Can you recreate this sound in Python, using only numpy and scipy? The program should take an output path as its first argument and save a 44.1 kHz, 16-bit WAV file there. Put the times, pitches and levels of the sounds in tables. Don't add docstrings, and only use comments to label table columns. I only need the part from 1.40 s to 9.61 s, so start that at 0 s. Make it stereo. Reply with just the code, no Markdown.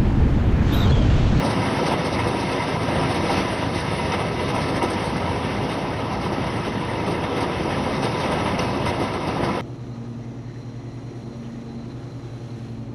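import sys
import numpy as np
from scipy import signal
from scipy.fft import rfft, irfft, next_fast_len
from scipy.io import wavfile
from scipy.ndimage import uniform_filter1d, map_coordinates

SR = 44100
rng = np.random.default_rng(int(sys.argv[2]) if len(sys.argv) > 2 else 0)


def dump(signal):
    limited = np.clip(np.atleast_2d(signal).T, -1, 1)
    pcm = np.round(limited * 32767).astype(np.int16)
    wavfile.write(sys.argv[1], SR, pcm)


N = 362061
SHAFT_HZ, USUAL_LOAD_DB = 7.27, -34.5

# (time [s], load [dB], casing roar [dB])
MILL_LOAD = [(0.0, -31.5, -25), (0.82, -32.5, -25.5), (1.19, -32.5, -27), (1.51, -33, -25),
             (1.85, -30.5, -25), (2.17, -34.5, -27.5), (2.4, -32.5, -28.5), (2.7, -32.5, -26.5),
             (2.96, -35.5, -28.5), (3.06, -34, -28.5), (3.29, -33.5, -25.5), (3.68, -35.5, -27.5),
             (4.18, -35.5, -28.5), (4.64, -38, -27.5), (5.01, -36.5, -28.5), (5.33, -38, -28),
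             (5.52, -37.5, -29), (5.6, -37.5, -28), (6.1, -37, -26.5), (6.3, -34.5, -26.5),
             (6.77, -34, -25), (7.11, -33.5, -26), (7.5, -37, -26.5), (7.8, -38, -26.5), (8.21, -34.5, -26)]
# (time [s], level [dB])
FRAME_LEVEL = [(0, -30), (.4, -28), (.65, -32.5), (.85, -29.5), (1.15, -34.5), (1.4, -30.5), (1.9, -30),
               (2.2, -32.5), (2.55, -31), (2.9, -31), (3.2, -30.5), (3.65, -33.5), (3.78, -29),
               (4.05, -32.5), (4.3, -30.5), (4.7, -33), (5.4, -31.5), (5.75, -32), (6.1, -33.5),
               (6.45, -30.5), (6.8, -32), (7, -31), (7.35, -30.5), (7.6, -31.5), (7.8, -35), (8.08, -28.5),
               (8.21, -39)]
# (frequency [Hz], rms level [dB])
FRAME_TONES = [(58, -47.5), (65, -47), (86.5, -41), (101, -46.5), (114.3, -39.5), (137, -44.5),
               (267, -43.5), (278, -42.5)]
# (frequency [Hz], width [Hz], gain [dB])
BODY_RESONANCES = [(63, 10, 4), (86, 10, 4), (101, 6, 2), (114, 10, 5), (136, 12, 3), (166, 20, 5),
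                   (200, 25, 3), (268, 18, 4.5), (320, 14, 3), (349, 22, 5), (410, 18, 5), (484, 35, 3.5),
                   (790, 60, 2), (940, 50, 4), (1001, 40, 5), (1300, 90, 4), (1576, 40, 3), (1800, 60, 3),
                   (2050, 90, 5), (2600, 120, 3), (2835, 60, 4), (3650, 90, 3), (5250, 110, 3),
                   (6450, 200, -4), (7620, 300, 1.5), (8370, 130, 2.5), (8850, 80, 1.5)]
# (frequency [Hz], width [Hz], gain [dB])
BODY_VALLEYS = [(72.5, 7, -6), (96, 9.2, -3.5), (122, 5.2, -13.5), (178.6, 6.9, -5.5), (284, 9.7, -6.5),
                (306, 6.1, -2), (341, 10, -3.5), (437, 55, -5), (935, 18, -3), (256.6, 11, -1.5),
                (392, 16, -5.5), (970, 15, -0.5), (1075, 34, -4), (1400, 56, -5.5), (2120, 40, -5.5),
                (2420, 58, -6.5), (2900, 53, -2.5), (3240, 80, -2)]
# (frequency [Hz], relative level [dB], undamped t60 [s])
HOPPER_MODES = [(788, 1.5, 0.13), (942, 11.5, 0.13), (998.7, 9, 0.097), (1337, 6.5, 0.066),
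                (1560, -2.5, 0.081), (1690, -6.5, 0.064), (1825, -14.5, 0.069), (2052, 7.5, 0.073),
                (2160, 7, 0.099), (2226, -2, 0.11), (2583, 2.5, 0.074), (2710, 4, 0.05),
                (2840, -1.5, 0.086), (3108, -4, 0.055), (3673, -6, .06), (4470, -10, .06),
                (4870, -10, .064), (5130, -7.5, 0.058), (5270, -7, 0.058), (5700, -6.5, .05),
                (5900, -8, .05)]

# (frequency [Hz], relative level [dB])
RUMBLE_SPECTRUM = [(15, -61), (28, -33), (45, -19), (58, -6), (100, 1.5), (200, 1.5), (300, -5.5),
                   (450, -55)]
# (frequency [Hz], relative level [dB])
ROAR_SPECTRUM = [(150, -19.5), (250, -1.5), (400, 1.5), (700, -4), (1020, -6.5), (1080, -7.5), (1360, -11),
                 (1420, -18), (2000, -44)]
# (frequency [Hz], relative level [dB])
GRIND_SPECTRUM = [(1000, -52), (1400, -2), (2200, -0.5), (2420, -3.5), (2700, -3.5), (3200, -5),
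                  (3700, -10), (4500, -32)]
# (frequency [Hz], relative level [dB])
SPRAY_SPECTRUM = [(2800, -33.5), (3700, -0.5), (4500, 0), (5800, -3), (6400, -4.5), (7200, -24.5)]
# (frequency [Hz], relative level [dB])
HISS_SPECTRUM = [(4500, -32), (6300, -11), (6800, 3.5), (8800, -0.5), (9300, -4), (10500, -3), (11500, -21),
                 (12000, -42)]
# (frequency [Hz], relative level [dB])
RATTLE_SPECTRUM = [(5000, -36), (6400, 3), (6900, 3), (8000, -2), (9000, -1), (9400, -10.5), (11500, -14.5),
                   (12000, -37)]
# (frequency [Hz], relative level [dB])
CRUNCH_SPECTRUM = [(250, -10), (600, 6.5), (1000, -1), (1100, -0.5), (1500, -7), (2500, -6.5),
                   (3500, -10.5), (4500, -28)]
# (frequency [Hz], relative level [dB])
KNOCK_SPECTRUM = [(120, -29), (200, -0.5), (350, 4), (600, -2.5), (900, -10), (1300, -37.5)]
# (frequency [Hz], gain [dB])
CLICK_SPECTRUM = [(3000, -33), (4500, -2), (6300, -4), (7000, 8), (9000, 0.5), (10500, -8.5), (12000, -18)]

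# (start [s], hold [s], sheet rattle [dB], spray [dB], crunch [dB])
HEAVY_SURGES = [(0.04, 0.025, -43, -37, -43), (0.099, 0.022, -37.5, -42, -34),
                (0.252, 0.016, -43, -43, -32), (0.46, .022, -38, -37, -30.5),
                (0.513, 0.013, -39.5, -46, -27), (0.647, 0.021, -39, -39, -30.5),
                (0.726, .015, -46, -38, -38), (0.789, .01, -39.5, -45, -28.5),
                (0.87, 0.014, -40, -38.5, -46), (0.995, 0.032, -47, -44, -50),
                (1.116, 0.0093, -41, -41, -43), (1.216, 0.019, -42, -41, -35.5),
                (1.275, 0.016, -45, -46, -32), (1.428, 0.012, -47, -42, -41), (1.688, 0.036, -42, -45, -32),
                (1.744, 0.022, -42, -41, -31), (1.902, 0.036, -40, -37, -27), (1.965, .04, -47, -39, -29),
                (2.346, 0.063, -47, -42, -47), (2.725, 0.02, -45, -44, -27.5),
                (3.083, 0.015, -41, -41.5, -29.5), (3.145, 0.026, -42, -45, -30),
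                (3.211, 0.024, -47, -39.5, -34.5), (3.282, 0.014, -42, -41, -32),
                (3.355, .022, -39.5, -43, -38), (3.425, 0.02, -38, -39, -29), (3.5, 0.015, -36, -45, -46),
                (3.529, 0.011, -45, -40, -47), (3.648, .018, -40, -42.5, -45),
                (3.764, 0.014, -43, -44.5, -38), (4.291, 0.05, -42.5, -45, -34.5),
                (4.72, 0.022, -53, -44.5, -44), (4.808, 0.038, -47, -46, -34.5),
                (4.923, 0.018, -50, -43, -37.5), (5.063, 0.013, -50, -48, -34),
                (5.157, 0.019, -48, -50, -37), (5.248, 0.032, -51, -48, -33.5),
                (5.664, 0.02, -44, -46.5, -31.5), (5.705, 0.013, -42, -44, -37),
                (5.832, 0.011, -53, -51, -29), (5.962, .02, -47, -43, -29.5),
                (6.003, 0.026, -41, -40.5, -32), (6.543, 0.022, -52, -44, -42), (6.623, .03, -41, -37, -28),
                (6.795, .021, -44, -39.5, -29), (6.911, .025, -38.5, -43.5, -31),
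                (7.055, .028, -49, -48, -28.5), (7.181, 0.063, -42.5, -42, -29.5),
                (7.457, 0.037, -40, -41, -27.5), (7.598, 0.053, -46, -44, -32), (7.733, .02, -46, -48, -33),
                (7.87, 0.024, -46, -42.5, -37), (8.035, 0.014, -46, -39, -31)]
# (middle time [s], level [dB])
CASING_KNOCKS = [(0.059, -26), (0.33, -24), (0.43, -23), (0.53, -22.5), (0.879, -25.5), (0.955, -26.5),
                 (1.113, -40), (1.775, -24.5), (1.928, -26.5), (1.986, -32.5), (2.355, -26), (2.53, -29),
                 (2.73, -32), (3.03, -25.5), (3.441, -24.5), (4.23, -29), (4.39, -27.5), (4.846, -28.5),
                 (4.93, -26.5), (5.277, -27.5), (5.7, -24), (5.74, -31), (5.989, -25.5), (6.272, -26.5),
                 (6.65, -25), (7.206, -25), (7.29, -30.5), (7.37, -25), (7.614, -23), (7.886, -24.5),
                 (8.034, -26.5)]
# (time [s], level [dB], brightness [dB/octave], favoured frequency [Hz])
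HOPPER_HITS = [(.225, -33, 4, 990), (.39, -34, 2, 942), (.508, -30, 2, 788), (.787, -27, -2, 2070),
               (1.07, -39, 3, 2030), (1.2, -33.5, 4, 970), (1.63, -36, 5, 942), (1.752, -34, -1.5, 2100),
               (1.892, -23, -4, 788), (2.055, -36, 0, 990), (2.595, -34, -4, 942), (2.718, -31.5, 7, 942),
               (2.84, -38, -1, 970), (3.145, -31, -5, 788), (3.147, -40, 0, 1690), (3.185, -32, 1, 975),
               (3.285, -40, 0, 997), (3.415, -23, -3, 2780), (3.424, -39, -12, 788), (3.44, -34, -2, 942),
               (4.165, -43, 6, 2052), (4.75, -39, -2, 2052), (5.41, -37, -2, 955), (5.965, -47, 7, 2800),
               (6.635, -56, 1, 788), (6.64, -45, 6, 2840), (6.856, -41, 5, 2160), (7.085, -44, 4, 2710),
               (7.19, -39, 12, 2720), (7.472, -35, 1, 2052)]
# (time [s], level before colouring [dB])
KERNEL_HITS = [(0.468, -35), (0.885, -36), (1.001, -38), (1.009, -33.5), (1.034, -36), (1.711, -35.5),
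               (1.959, -35.5), (2.406, -33), (3.155, -36), (3.367, -35), (3.429, -23), (3.437, -33),
               (3.506, -33.5), (3.519, -32), (3.644, -32.5), (3.658, -32.5), (3.766, -38), (5.044, -38),
               (5.168, -36), (5.216, -41), (5.451, -37.5), (5.672, -43), (5.751, -40), (6.011, -37),
               (6.032, -41), (6.634, -37), (6.645, -40), (6.921, -38), (6.937, -38), (7.458, -37),
               (7.463, -36), (7.473, -36), (8.049, -40)]

# (frequency [Hz], left lead [turns])
PORT_LEAD = [(2250, 0), (2500, .055), (2850, 0), (4000, .02), (4400, .1), (4750, 0), (5400, .015),
             (5600, .055), (5800, .17), (6120, .28), (6420, .5), (8050, .5), (8350, .62), (8870, .73),
             (9250, .92), (9700, 1)]
# (frequency [Hz], correlation [0..1])
PORT_LIKENESS = [(125, 1), (200, .995), (430, .985), (1800, .997), (2150, .995), (2480, .85), (2850, .99),
                 (3100, .96), (3350, .998), (3700, .95), (4400, .78), (4750, .9999), (5200, .9995),
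                 (5500, .93), (6100, .58), (6450, 1), (7950, 1), (8300, .83), (9050, .56), (9500, .9),
                 (9850, .9995)]
# (frequency [Hz], left minus right [dB])
PORT_BALANCE = [(120, 0), (280, -.7), (450, 1), (600, 3.4), (800, 4.2), (1300, 2.7), (1900, .1), (2350, 0),
                (2600, 2), (2950, -.5), (3300, 0)]


def amp(db):
    return 10 ** (np.asarray(db) / 20)


def unit_rms(x):
    return x / np.sqrt(np.mean(x ** 2) + 1e-20)


def along(points, hz):
    f, v = np.transpose(points)
    return np.interp(np.log(hz + 1), np.log(f + 1), v)


def timeline(table, column=1):
    columns = np.transpose(table)
    return np.interp(np.arange(N) / SR, columns[0], columns[column])


def wobble(rate):
    return map_coordinates(rng.standard_normal(int(N * rate / SR) + 4), [np.arange(N) * rate / SR])


def filtered(x, response):
    size = next_fast_len(N + 8192)
    return irfft(rfft(x, size) * response(np.fft.rfftfreq(size, 1 / SR)), size)[..., :N]


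def body_gain(hz):
    bands = BODY_RESONANCES + BODY_VALLEYS
    return amp(sum(db / (1 + (2 * (hz - centre) / width) ** 2) for centre, width, db in bands))


def body_noise(spectrum, patchy_db, grain_db):
    cells = signal.stft(rng.standard_normal((2, N)), nperseg=512)[2]
    patches = uniform_filter1d(rng.standard_normal(cells.shape[1:]), size=8, axis=0)
    patches = unit_rms(uniform_filter1d(patches, size=8, axis=1))
    paths = signal.istft(cells * amp(patchy_db * patches), nperseg=512)[1][:, :N]
    grains = amp(grain_db * wobble(900))
    colour = lambda hz: amp(np.clip(along(spectrum, hz), -120, 20)) * body_gain(hz)
    return unit_rms(filtered(paths * grains, colour))


def swell(t, hold, rise, fall):
    return np.exp(-(np.minimum(t, 0) / rise) ** 2 - np.maximum(t - hold, 0) / fall)


def throb(once_db, twice_db):
    turn = 2 * np.pi * SHAFT_HZ * np.arange(N) / SR
    return once_db * np.cos(turn + 3.4) + twice_db * np.cos(2 * turn + 1.7)


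def frame_rumble():
    level_db = timeline(FRAME_LEVEL) + 2.5 + throb(0.11, 0.71)
    return amp(level_db) * body_noise(RUMBLE_SPECTRUM, patchy_db=0.8, grain_db=0.4)


def casing_roar(feed, lumps):
    level_db = timeline(MILL_LOAD, column=2) + 0.57 * lumps + 0.094 * feed + throb(0.7, 0.3)
    return amp(level_db) * body_noise(ROAR_SPECTRUM, patchy_db=0.72, grain_db=1.5)


def hopper_pings(rate, spread_db, above_hz=0):
    hz, db, t60 = np.transpose(HOPPER_MODES)
    t, out = np.arange(SR // 8) / SR, np.zeros((2, N))
    for k in np.flatnonzero(hz > above_hz):
        draw = rng.random((2, N)) * SR / rate
        blows = (draw < 1) * amp(db[k] - spread_db * np.log(draw + .04))
        ring = amp(-60 * t / t60[k]) * np.sin(2 * np.pi * hz[k] * t)
        out += signal.oaconvolve(blows, ring[None], axes=1)[:, :N]
    return unit_rms(out)


def grinding(load_db, feed, lumps):
    level_db = -36 + 0.61 * load_db
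    sway_db = 0.56 * lumps + 0.99 * feed + throb(0.4, 0.095)
    grind = amp(level_db + sway_db) * body_noise(GRIND_SPECTRUM, patchy_db=1.4, grain_db=0.5)
    return grind + amp(level_db - 4) * hopper_pings(rate=45, spread_db=4.5)


def screen_spray(load_db, feed):
    level_db = -44.5 + 0.99 * load_db
    sway_db = 0.5 * wobble(8) + 0.54 * feed + 0.61 * wobble(18) + throb(0.58, 0.23)
    spray = amp(level_db + sway_db) * body_noise(SPRAY_SPECTRUM, patchy_db=1.0, grain_db=-0.5)
    tinkle = amp(level_db - 5.5 + wobble(6.5)) * hopper_pings(rate=30, spread_db=3.0, above_hz=3000)
    return spray + tinkle


def kernel_hiss(load_db, feed):
    level_db = -48.5 + 1.57 * load_db
    sway_db = 0.7 * wobble(8.8) + 1.1 * feed + 1.1 * wobble(20) + throb(0.76, 0.98)
    return amp(level_db + sway_db) * body_noise(HISS_SPECTRUM, patchy_db=3.0, grain_db=1.0)


def frame_hum(waver_hz=0.817, waver_db=2):
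    tones = np.zeros(N)
    for hz, db in FRAME_TONES:
        level = amp(db + waver_db * wobble(2.54))
        cycles = np.cumsum(hz + waver_hz * wobble(3)) / SR + rng.random()
        tones += level * np.sqrt(2) * np.sin(2 * np.pi * cycles)
    frame_db = timeline(FRAME_LEVEL)
    follow = amp(0.6 * (frame_db - frame_db.mean()))
    return np.array([[1], [0]]) * follow * tones


def light_surges(load_db, jitter_s=0.012, hold_s=0.033):
    beats = np.arange(0.038, N / SR - .02, .5 / SHAFT_HZ)
    starts = beats + jitter_s * rng.standard_normal(len(beats))
    levels_db = np.array([-52, -50.5, -35.5]) + load_db[(beats * SR).astype(int), None]
    levels_db[::2] -= 5
    gap_s = np.abs(beats[:, None] - np.transpose(HEAVY_SURGES)[0]).min(axis=1)
    return np.column_stack([starts, np.full(len(beats), hold_s), levels_db])[gap_s > .25 / SHAFT_HZ]


def grain_surges(load_db):
    t, levels = np.arange(N) / SR, np.zeros((3, N))
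    rise, fall = np.array([[.003], [.005], [.008]]), np.array([[.012], [.015], [.02]])
    for start, hold, *layers_db in [*HEAVY_SURGES, *light_surges(load_db)]:
        near = slice(max(round((start - .05) * SR), 0), round((start + .25) * SR))
        levels[:, near] += amp(layers_db)[:, None] * swell(t[near] - start - rise, hold, rise, fall)
    chatter = amp(0.9 * wobble(140))
    rattle = chatter * body_noise(RATTLE_SPECTRUM, patchy_db=2.0, grain_db=1.0)
    spray = body_noise(SPRAY_SPECTRUM, patchy_db=0.7, grain_db=1.0)
    crunch = body_noise(CRUNCH_SPECTRUM, patchy_db=0.5, grain_db=2.5)
    ring = amp(-6.5) * hopper_pings(rate=150, spread_db=2.5)
    thud = amp(-7) * body_noise(RUMBLE_SPECTRUM, patchy_db=-1.0, grain_db=0.3)
    return levels[0] * rattle + levels[1] * spray + levels[2] * (crunch + ring + thud)


def casing_knocks():
    t, level = np.arange(N) / SR, np.zeros(N)
    for middle, db in CASING_KNOCKS:
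        start = middle - .01
        near = slice(max(round((start - .05) * SR), 0), round((start + .2) * SR))
        level[near] += amp(db) * swell(t[near] - start, hold=0.016, rise=0.011, fall=0.011)
    return level * body_noise(KNOCK_SPECTRUM, patchy_db=-0.5, grain_db=4.5)


def hopper_clangs(favour_db=9, favour_octaves=0.063):
    hz, mode_db, t60 = np.transpose(HOPPER_MODES)[:, :, None]
    t, out = np.arange(SR // 8) / SR, np.zeros((2, N + SR))
    decay = amp(-60 * t / (0.54 * t60))
    attack = 1 - np.exp(-t / 0.0085)
    for start, level_db, brightness, favoured_hz in HOPPER_HITS:
        boost_db = favour_db / (1 + (np.log2(hz / favoured_hz) / favour_octaves) ** 4)
        tilt_db = brightness * np.log2(hz / 1000)
        scatter, phase = rng.standard_normal((2, 2, len(hz), 1))
        strength = amp(level_db + mode_db + boost_db + tilt_db + 0.94 * scatter)
        modes = strength * attack * decay * np.sin(2 * np.pi * (hz * t + phase))
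        out[:, round(start * SR):][:, :len(t)] += modes.sum(axis=1)
    return out[:, :N]


def kernel_clicks(decay_s=0.0008):
    t, out = np.arange(SR // 200) / SR, np.zeros((2, N + SR))
    for start, db in KERNEL_HITS:
        crack = rng.standard_normal((2, len(t))) * np.exp(-t / decay_s)
        out[:, round(start * SR):][:, :len(t)] += amp(db) * np.array([unit_rms(path) for path in crack])
    return filtered(out[:, :N], lambda hz: amp(along(CLICK_SPECTRUM, hz)) * body_gain(hz))


def microphone_ports(straight, scattered):
    sides = np.array([[1], [-1]])
    balance = lambda hz: amp(sides * along(PORT_BALANCE, hz) / 2)
    port = lambda hz: balance(hz) * np.exp(1j * np.pi * sides * along(PORT_LEAD, hz))
    mix_angle = lambda hz: np.arccos(np.clip(along(PORT_LIKENESS, hz), 0, 1)) / 2
    return (filtered(straight, lambda hz: port(hz) * np.cos(mix_angle(hz)))
            + filtered(scattered, lambda hz: sides * port(hz) * np.sin(mix_angle(hz))))


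def scene():
    load_db = timeline(MILL_LOAD) - USUAL_LOAD_DB
    feed, lumps = wobble(22), wobble(7)
    running = frame_rumble() + casing_roar(feed, lumps) + grinding(load_db, feed, lumps)
    running += screen_spray(load_db, feed) + kernel_hiss(load_db, feed) + frame_hum()
    impacts = grain_surges(load_db) + casing_knocks() + hopper_clangs() + kernel_clicks()
    straight, scattered = running + impacts
    return microphone_ports(straight, scattered)


def record(dry):
    return filtered(dry, lambda hz: amp(-14 * np.clip((hz - 11400) / 450, 0, 1) ** 2) * (hz < 11850))


dry = scene()
out = record(dry)
dump(out)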